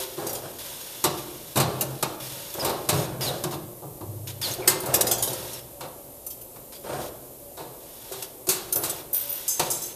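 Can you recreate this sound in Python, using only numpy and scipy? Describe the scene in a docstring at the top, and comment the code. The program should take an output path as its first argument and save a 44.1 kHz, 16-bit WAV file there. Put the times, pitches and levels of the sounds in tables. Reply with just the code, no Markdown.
"""A puff of air and a hollow knock open the cycle of a wire bending and welding machine, heard close by.
Cylinders vent and hiss, slides rumble and clack against their stops, and the welder hums once.
Bent steel hoops clink on the tooling and bounce on a sheet steel table; each blow rings their modes.
Underneath, the frame drones, a servo whines and fans run in the echoing factory hall."""
import sys
import numpy as np
from scipy import signal
from scipy.fft import rfft, irfft, next_fast_len
from scipy.io import wavfile
from scipy.ndimage import uniform_filter1d

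SR = 44100
rng = np.random.default_rng(int(sys.argv[2]) if len(sys.argv) > 2 else 0)


def generate_wav(sig):
    """Save sig (samples, or channels by samples) to the path in sys.argv[1] as 16-bit PCM at SR."""
    pcm = np.round(np.clip(np.atleast_2d(sig).T, -1, 1) * 32767).astype(np.int16)
    wavfile.write(sys.argv[1], SR, pcm)


N = 438794
TIME_S = np.arange(N) / SR

# Hoop on grippers or table, taps on a small guide, free wire struck at the bending head.
# Each row: start in seconds, relative level in dB, clash t60 in seconds, free ring in dB.
HOOP_BLOWS = [(0.2659, -27, 0.16, -4), (0.2937, -29.5, 0.1, -11), (0.3292, -28, 0.095, -4),
              (0.3502, -28.5, 0.12, -12), (1.809, -19.5, 0.1, -15), (2.5391, -30, 0.063, -12),
              (2.6472, -27.5, 0.059, 5), (4.5352, -25.5, 0.06, -8), (4.6759, -8, 0.084, -14),
              (4.8025, -30, 0.075, 2), (4.8585, -28.5, 0.09, 1), (4.9398, -10, .09, -12.5),
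              (5.0085, -11, 0.06, -15.5), (5.0674, -20.5, 0.18, -7), (5.1113, -16.5, 0.17, -13),
              (5.1826, -28, 0.21, -6), (5.224, -18, 0.19, -7), (5.2737, -27.5, 0.14, -20),
              (5.3294, -30, 0.11, -15), (5.5308, -38.5, 0.11, -28), (6.2645, -30.5, 0.072, 7),
              (6.303, -35, 0.19, 3), (6.4128, -36, 0.091, 7), (8.2234, -24, 0.044, -17),
              (8.489, -20, 0.14, -15), (8.7246, -19, 0.084, 5), (8.7575, -19.5, .09, 4.5),
              (8.8952, -22.5, 0.087, -2)]
GUIDE_BLOWS = [(9.1306, -21, 0.087, 1), (9.1446, -21.5, 0.092, 1), (9.2938, -25, 0.023, 0),
               (9.3114, -34, 0.046, 1)]
WIRE_BLOWS = [(9.4796, -19.5, .08, -0.5), (9.7019, -22, 0.51, -1.5), (9.819, -27.5, 0.18, -2)]
# Modes of the steel parts. Each row: frequency in Hz, relative level in dB, t60 in seconds.
HOOP_MODES = [(2650, -24, 1), (6200, -3.5, 0.26), (7300, -6, 0.32), (7800, -10.5, 0.59), (9300, 6.5, 0.14),
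              (9350, -12, 0.2), (10620, -1.5, 0.69), (10500, 2, 0.43), (11369, -23, .2), (11940, -6, 0.39),
              (12080, 4.5, 0.31), (12600, -13.5, .3), (13230, -19, .3), (13300, 9, 0.41), (14300, 14, 0.66)]
GUIDE_MODES = [(5900, -19, 0.97), (6550, -20, .6), (8260, -12, 0.98), (9237, -7, 0.51), (9800, -12, .3),
               (10400, -7.5, 0.86), (10860, -5, 0.65), (11600, -3, 0.65), (13113, 0, 0.6), (13500, -8, .35),
               (13800, 5, 0.46), (14200, -8, 0.41)]
WIRE_MODES = [(4650, -20, .3), (5050, -8, 0.27), (5470, -11, 0.37), (5600, -10, 0.33), (6200, -4, 0.53),
              (6370, -5, 0.57), (6670, -5, 0.39), (7320, -2, 0.48), (8000, -4, .3), (7840, -10, 1),
              (8204, -6, 0.56), (8800, -2, 0.39), (9100, -13, 0.56), (9850, -4, 0.33), (10400, -1.5, 0.55),
              (11050, -7, .4), (12100, -9, 0.41), (12300, -1.5, 0.37), (13350, -1, .4), (13990, 0.5, 0.3)]
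FRAME_MODES = [(131.5, -11.5, 0.94), (163.1, 1, 0.45), (214, -11.5, 0.56), (312.7, -3.5, 0.76),
               (356, 1, 0.3)]
# Clamps, cutter and end stops. Each row: start in seconds, relative level in dB,
# hardness (treble boost) in dB, heft (bass boost) in dB, base t60 in seconds.
CLACK_BLOWS = [(0.175, -34, -6, -5, 0.11), (1.04, -21, 8, -7, .12), (1.557, -24, 0, -2, 0.23),
               (1.57, -24, 6.5, -0.5, 0.12), (1.6, -22, 4.5, -9, .13), (2.026, -21, 5.5, -11, 0.075),
               (2.647, -25, 0.5, -14, 0.22), (2.694, -28.5, 2.5, -17, 0.087), (2.889, -23, 10, -6, 0.11),
               (2.926, -23.5, -5, 0.5, 0.11), (3.438, -29, 9, 1, 0.066), (3.522, -32.5, -9, -2, 0.13),
               (3.819, -38.5, -28, 0.5, 0.17), (4.008, -33.5, -20, -2.5, 0.085),
               (4.674, -38, 20, -7, 0.077), (4.698, -31.5, 13, -8, 0.2), (4.833, -35.5, -1, 6, 0.13),
               (5.807, -33, -0.5, -11, 0.12), (5.834, -37, -6, -15, 0.15), (6.558, -44.5, -1, -8, 0.1),
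               (7.57, -39.5, -3, -23, 0.38), (7.599, -38.5, -6, -6.5, 0.1), (8.12, -42, 11, -8, .21),
               (8.469, -44, 15.5, -12, .17), (8.488, -38, 22.5, -14, 0.31), (8.836, -40.5, 20, -7, 0.23),
               (9.595, -19, 4.5, -14, 0.087)]
# Centres in Hz of a clack's thud, body, clatter and crack.
BAND_CENTRES_HZ = [130, 600, 2800, 8000]
# Housing knocks. Each row: start in seconds, relative level in dB, base t60 in seconds.
HOUSING_BLOWS = [(0.0, -31.5, 0.28), (0.18, -28.5, 0.15), (1.56, -36, 0.35), (4.584, -29, 0.32),
                 (4.677, -22.5, 0.2), (5.281, -32, 0.62), (8.113, -33, 0.12), (8.477, -26.5, 0.21),
                 (9.6, -38, 0.24)]
# Housing modes. Each row: frequency in Hz, relative level in dB, share of the knock's t60.
HOUSING_MODES = [(365.8, -1.5, 0.72), (393.7, -5.5, 1), (522, -9, 1), (669, -1, 0.22)]
# Slide moves. Each row: start, run-up and braking in seconds, relative level at top speed in dB.
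SLIDE_MOVES = [(0.185, 0.017, 0.26, -27), (0.43, 0.022, 0.092, -31.5), (1.62, 0.032, 0.24, -29),
               (1.8, .02, 0.19, -32), (2.55, 0.089, 0.23, -26.5), (2.94, 0.017, 0.3, -27.5),
               (3.2, 0.099, 0.13, -25.5), (3.44, 0.026, 0.16, -33), (4.44, 0.022, 0.21, -31),
               (4.59, 0.09, 0.075, -29.5), (4.851, 0.064, 0.37, -21.5), (5.24, 0.048, 0.31, -34.5),
               (6.842, 0.098, 0.16, -24.5), (8.748, 0.0061, 0.29, -29)]
# Cylinder exhausts. Each row: start and length in seconds, relative level in dB.
EXHAUSTS = [(0.0, 0.044, -26.5), (0.049, 0.53, -39), (0.585, 0.61, -35), (1.173, 0.98, -40),
            (2.2, 0.44, -34), (2.59, 0.346, -39), (2.937, .12, -29), (3.208, 0.087, -25.5),
            (3.3, 0.18, -39), (3.509, 0.045, -33), (4.271, 0.039, -31), (4.414, 0.12, -26),
            (4.536, .12, -45), (5.297, 0.3, -34), (6.722, 0.05, -38.5), (6.833, 0.16, -46),
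            (7, 0.084, -36.5), (8.526, 0.22, -40), (8.823, .19, -35), (9.141, 0.54, -35),
            (9.617, 0.31, -37.5)]
# Exhaust port resonances. Each row: frequency and width in Hz, relative level in dB.
PORT_MODES = [(2370, 49, -26.5), (2877, 780, -16.5), (3443, 310, -16.5), (3860, 330, -19.5),
              (5400, 580, -19.5), (6660, 73, -20.5)]
# Valve squeals. Each row: start and length in seconds, first and last pitch in Hz, level in dB.
VALVE_SQUEALS = [(2.182, 0.12, 6020, 4160, -50), (2.593, 0.03, 5300, 4790, -31),
                 (3.21, 0.057, 5160, 4490, -34.5), (3.254, 0.058, 4420, 3580, -33),
                 (4.418, 0.062, 5160, 3800, -30.5), (4.421, 0.04, 3700, 3010, -35),
                 (4.51, 0.028, 6670, 6100, -34.5), (4.61, 0.048, 2550, 1990, -44),
                 (6.74, 0.038, 4700, 4600, -52)]
# Wire feed hiss, weld current, drive drone, frame boom after heavy strokes, servo turns.
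# Each row: start and length in seconds, relative level in dB, fade in dB per second (negative swells).
FEED_RUNS = [(7.804, .45, -50, -28.5)]
WELD_RUNS = [(4.0, .55, -31.5, 23)]
DRONE_RUNS = [(1.6, .36, -43, 5), (2.2, 0.23, -38, 15), (2.87, 0.81, -27, 16), (3.7, 0.29, -44, -2),
              (4.04, 1.68, -32.5, 5.5)]
BOOM_RUNS = [(1.62, 0.34, -34, 0), (2.2, 0.158, -41, 27)]
SERVO_RUNS = [(2.2, 0.42, -60, 7), (5.55, 0.35, -63.5, 4), (6.75, 0.2, -46, 0), (7.35, 0.43, -52.5, 9),
              (9.15, 0.15, -58.5, 3)]
# Fan tones. Each row: frequency and width in Hz, level in dB.
FAN_TONES = [(525, 20, -61.5), (364, 21, -63), (64.7, 7.8, -66)]
# Noise spectra of the sources. Each row: frequency in Hz, relative density in dB.
CLASH_SPECTRUM = [(150, -25), (800, -6.5), (2000, -15), (4000, -6), (6000, -3), (8000, -4), (11000, -3),
                  (14000, -7)]
CLACK_SPECTRUM = [(29, -45), (50, -24), (141, -0.5), (254, -8), (380, 1.5), (528, -9.5), (718, -6),
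                  (1120, -5), (1890, -22), (3250, -23.5), (3920, -13), (4960, -14), (8140, -11),
                  (9380, -14), (14000, -12.5)]
SLIDE_SPECTRUM = [(35, -33), (60, -9), (136, -3), (239, -6.5), (364, 1), (565, 1.5), (1280, -10),
                  (1420, -11.5), (1580, -12), (2120, -22.5), (2350, -18.5), (2560, -21.5), (3430, -21),
                  (7610, -26), (9000, -17), (11700, -49), (19800, -120)]
AIR_SPECTRUM = [(530, -53), (900, -2), (1190, -6.5), (1310, -6), (1560, -7), (2810, -10.5), (3960, -4),
                (7440, -5.5), (9470, -2.5), (11900, -3.5), (14000, -1)]
HALL_SPECTRUM = [(15, -57.5), (25, -13), (60, -11.5), (87, -19), (119, -6.5), (198, -17.5), (251, -10),
                 (364, -9.5), (571, -8), (724, -13.5), (784, -14), (1560, -32), (5880, -27.5),
                 (6710, -24.5), (14100, -14)]
# Echo decay. Each row: frequency in Hz, t60 in seconds.
ECHO_T60_S = [(100, 1.5), (500, 0.94), (2000, 0.78), (6000, .5), (14000, 0.25)]
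# Echo strength. Each row: frequency in Hz, gain in dB.
ECHO_GAIN_DB = [(100, 0.5), (500, -2), (2000, -5.5), (6000, -9), (14000, -18.5)]


def clinks(blows, modes, clash_db, chatter_db, ring_db, snap_db, rise_s):
    """Steel on steel: a noisy clash, the part's modes blurred by chatter, then its free ring."""
    out, t = np.zeros(N), TIME_S[:SR // 2]
    for start_s, db, t60_s, free_db in blows:
        clash = shaped_noise(len(t), CLASH_SPECTRUM, uneven_db=7, ripple_hz=99.9)
        chatter = ring(modes, t, split_hz=164, vary_db=4)
        free = gain_of(ring_db + free_db) * ring(modes, t, split_hz=55.3, vary_db=4)
        # a damped part clashes more and chatters less
        contact = gain_of(clash_db - 0.42 * free_db) * clash
        contact += gain_of(chatter_db + 0.72 * free_db) * chatter
        clink = contact * struck(t, rise_s, t60_s) + free * struck(t, rise_s, 3.6)
        snap = gain_of(snap_db) * chatter * struck(t, 0.00033, 0.079)
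        add(out, start_s, gain_of(db) * (clink + snap))
    return out


def clacks():
    """Blows shake the machine's crowded modes: quick treble, bass that swells and lingers."""
    out, t = np.zeros(N), TIME_S[:2 ** 15]
    for start_s, db, hardness_db, heft_db, t60_s in CLACK_BLOWS:
        shake = shaped_noise(len(t), CLACK_SPECTRUM, uneven_db=1, ripple_hz=59.56)
        thud, body, clatter, crack = split_bands(shake)
        thud *= gain_of(heft_db - 1.4) * struck(t, 0.021, 2.14 * t60_s)
        body *= gain_of(0.29) * struck(t, 0.0052, 1.64 * t60_s)
        clatter *= gain_of(0.53 * hardness_db - 5) * struck(t, 0.0022, 1.46 * t60_s)
        crack *= gain_of(hardness_db + 0.39) * struck(t, 0.0013, 0.83 * t60_s)
        frame = ring(FRAME_MODES, t, split_hz=4.4, vary_db=2.5)
        frame *= gain_of(heft_db - 5.5) * struck(t, 0.0024, 6.6)
        add(out, start_s, gain_of(db) * (thud + body + clatter + crack + frame))
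        add(out, start_s, gain_of(db + hardness_db - 1) * contact_snap())
    return out


def contact_snap():
    """The first instant of a hard contact."""
    t = TIME_S[:SR // 16]
    burst = shaped_noise(len(t), CLACK_SPECTRUM, uneven_db=2.5, ripple_hz=212)
    return burst * struck(t, rise_s=0.00059, t60_s=0.022)


def knocks():
    """The sheet housing booms briefly when a heavy part stops."""
    out, t = np.zeros(N), TIME_S[:SR // 2]
    for start_s, db, t60_s in HOUSING_BLOWS:
        modes = [(hz, mode_db, share * t60_s) for hz, mode_db, share in HOUSING_MODES]
        housing = ring(modes, t, split_hz=6.2, vary_db=-0.5)
        add(out, start_s, gain_of(db - 4) * housing * struck(t, 0.0017, 3.9))
    return out


def slides(breakaway_share=0.37):
    """Carriages jump to a share of top speed, run up and brake, rumbling unevenly on their rails."""
    level = np.zeros(N)
    for start_s, run_up_s, braking_s, db in SLIDE_MOVES:
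        corners_s = [0, run_up_s, run_up_s + braking_s]
        speed = np.interp(TIME_S - start_s, corners_s, [breakaway_share, 1, 0], left=0, right=0)
        level += gain_of(db) * speed
    judder = gain_of(1.6 * noisy_tone(24, width_hz=34))
    return gain_of(-6.5) * uniform_filter1d(level, 400) * judder * shaped_noise(N, SLIDE_SPECTRUM)


def valve_squeals():
    """Valves squeal briefly, falling in pitch."""
    out = np.zeros(N)
    for start_s, length_s, first_hz, last_hz, db in VALVE_SQUEALS:
        size = int(length_s * SR)
        squeal = noisy_tone(np.geomspace(first_hz, last_hz, size), width_hz=300, size=size)
        add(out, start_s, gain_of(db) * squeal * signal.windows.tukey(size, 0.5))
    return out


def air_hiss(sag_db=4):
    """The hiss starts at once and sinks as a cylinder empties; it swells once as wire is fed."""
    runs = [(start_s, length_s, db, sag_db / length_s) for start_s, length_s, db in EXHAUSTS]
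    level = held(runs + FEED_RUNS, attack_s=0.00079, release_s=0.0092)
    jet = shaped_noise(N, AIR_SPECTRUM, uneven_db=1.5, ripple_hz=82.4)
    ports = sum(gain_of(db) * noisy_tone(hz, width_hz) for hz, width_hz, db in PORT_MODES)
    flutter = gain_of(0.78 * noisy_tone(25, width_hz=64))
    return gain_of(-1) * level * flutter * (jet + ports)


def welder(hum_hz=101, overtone_db=-19):
    """The transformer hums at twice the mains rate while current flows."""
    phase = 2 * np.pi * hum_hz * TIME_S
    hum = np.sin(phase) + gain_of(overtone_db) * (np.sin(3 * phase) + np.sin(6 * phase))
    return held(WELD_RUNS, attack_s=0.049, release_s=0.04) * hum


def frame_drone(boom_hz=132, swell_s=0.03, release_s=0.039):
    """The drives keep the frame's low modes sounding; one booms on after a stroke."""
    tones = noisy_tone(131, width_hz=5.6)
    tones += gain_of(2) * noisy_tone(116, width_hz=16)
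    tones += gain_of(-3.5) * noisy_tone(160, width_hz=75)
    boom = held(BOOM_RUNS, swell_s, release_s) * np.sin(2 * np.pi * boom_hz * TIME_S)
    return gain_of(-8.5) * held(DRONE_RUNS, swell_s, release_s) * unit_rms(tones) + boom


def servo(whine_hz=573, hold_db=-60.5):
    """One wavering motor tone: quiet while holding, louder while turning."""
    level = gain_of(hold_db) + held(SERVO_RUNS, attack_s=0.049, release_s=0.25)
    return level * noisy_tone(whine_hz, width_hz=7)


def hall_echo(x, build_s=0.0013):
    """A dense echo that builds up and dies soonest in the treble."""
    hz, t, noise = signal.stft(rng.standard_normal(SR), SR, nperseg=256)
    shape = struck(t, build_s, value_at(ECHO_T60_S, hz)[:, None])
    shape /= np.sqrt(SR * np.mean(shape ** 2, axis=1, keepdims=True))
    shape *= gain_of(value_at(ECHO_GAIN_DB, hz))[:, None]
    _, response = signal.istft(noise * shape, SR, nperseg=256)
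    return signal.fftconvolve(x, response)[:N]


def hall_background(noise_db=-40.74):
    """Steady hall noise with wavering fan tones."""
    fans = sum(gain_of(db) * noisy_tone(hz, width_hz) for hz, width_hz, db in FAN_TONES)
    return gain_of(noise_db) * shaped_noise(N, HALL_SPECTRUM) + fans


def ring(modes, t, split_hz, vary_db, count=6):
    """Each mode is a beating cluster; each blow lands elsewhere and weights the modes anew."""
    hz, db, t60_s = np.transpose(modes)[:, :, None]
    weight, *offsets = rng.uniform(-1.06, 1, (count + 1, len(modes), 1))
    cycles = ((hz + split_hz * offset) * t + rng.random(hz.shape) for offset in offsets)
    clusters = sum(np.sin(2 * np.pi * turns) for turns in cycles)
    sound = (gain_of(db + vary_db * weight - 60 * t / t60_s) * clusters).sum(axis=0)
    return sound / np.std(sound[:SR // 25])


def shaped_noise(size, spectrum, uneven_db=0, ripple_hz=90):
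    """Noise with a given spectrum, at rms 1; random ripple stands for crowded modes."""
    noise, fft_size = rng.standard_normal(size), next_fast_len(size)
    hz = np.fft.rfftfreq(fft_size, 1 / SR)
    ripple = np.interp(hz / ripple_hz, np.arange(1000), rng.standard_normal(1000))
    gain = gain_of(value_at(spectrum, hz) + uneven_db * ripple)
    return unit_rms(irfft(rfft(noise, fft_size) * gain, fft_size)[:size])


def noisy_tone(hz, width_hz, size=N):
    """Noise in one resonance, at rms 1; hz may glide."""
    pole = np.exp(-np.pi * width_hz / SR)
    noise = rng.standard_normal(size + SR // 4) + 1j * rng.standard_normal(size + SR // 4)
    waver = signal.lfilter([1], [1, -2 * pole, pole * pole], noise)[-size:]
    carrier = np.exp(2j * np.pi * np.cumsum(hz * np.ones(size)) / SR)
    return unit_rms((waver * carrier).real)


def split_bands(x):
    """Four overlapping bands, low to high, each at rms 1."""
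    hz = np.fft.rfftfreq(len(x), 1 / SR)
    spectrum = rfft(x) * np.minimum(hz / 100, 1)  # the machine radiates little deep bass
    masks = [value_at(list(zip(BAND_CENTRES_HZ, row)), hz) ** 2 for row in np.eye(4)]
    return [unit_rms(irfft(spectrum * mask, len(x))) for mask in masks]


def struck(t, rise_s, t60_s):
    """Envelope of a blow: it spreads through the part, then dies away."""
    return (1 - np.exp(-t / rise_s)) * gain_of(-60 * t / t60_s)


def held(runs, attack_s, release_s):
    """Envelope of runs: switch on, fade or swell steadily, switch off."""
    level = np.zeros(N)
    for start_s, length_s, db, fade_db_per_s in runs:
        t = TIME_S[:int((length_s + 8 * release_s) * SR)]
        attack = 1 - np.exp(-t / attack_s)
        release = np.exp(-np.maximum(t - length_s, 0) / release_s)
        add(level, start_s, gain_of(db - fade_db_per_s * t) * attack * release)
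    return level


def value_at(curve, hz):
    """Interpolates on a log-frequency axis."""
    points_hz, values = np.transpose(curve)
    return np.interp(np.log(hz + 1), np.log(points_hz + 1), values)


def add(mix, start_s, sound):
    part = mix[round(start_s * SR):][:len(sound)]
    part += sound[:len(part)]


def gain_of(db):
    return 10 ** (np.asarray(db) / 20)


def unit_rms(x):
    return x / np.sqrt(np.mean(x ** 2) + 1e-20)


def scene():
    """The machine and its wire in the hall, in mono; the wire is nearer and drier."""
    steel = clinks(HOOP_BLOWS, HOOP_MODES,
                   clash_db=-3, chatter_db=-5, ring_db=-9, snap_db=-5.5, rise_s=0.0022)
    steel += clinks(GUIDE_BLOWS, GUIDE_MODES,
                    clash_db=-9, chatter_db=-13, ring_db=-4.5, snap_db=-1, rise_s=0.0046)
    steel += clinks(WIRE_BLOWS, WIRE_MODES,
                    clash_db=-9, chatter_db=-12, ring_db=-2.5, snap_db=-4.5, rise_s=0.0059)
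    machine = clacks() + knocks() + slides() + valve_squeals() + air_hiss()
    echo = hall_echo(machine + gain_of(-1.5) * steel)
    return (steel + machine + echo + welder() + frame_drone() + servo() + hall_background())[None]


def record(dry):
    """Rounds off the loudest peaks, then cuts the top treble."""
    ceiling, cutoff_hz = 0.75, 14200
    rounded = dry / (1 + (dry / ceiling) ** 6) ** (1 / 6)
    lowpass = signal.firwin(601, cutoff_hz, window=("kaiser", 8), fs=SR)
    return signal.oaconvolve(rounded, lowpass[None], "same")


dry = scene()
out = record(dry)
generate_wav(out)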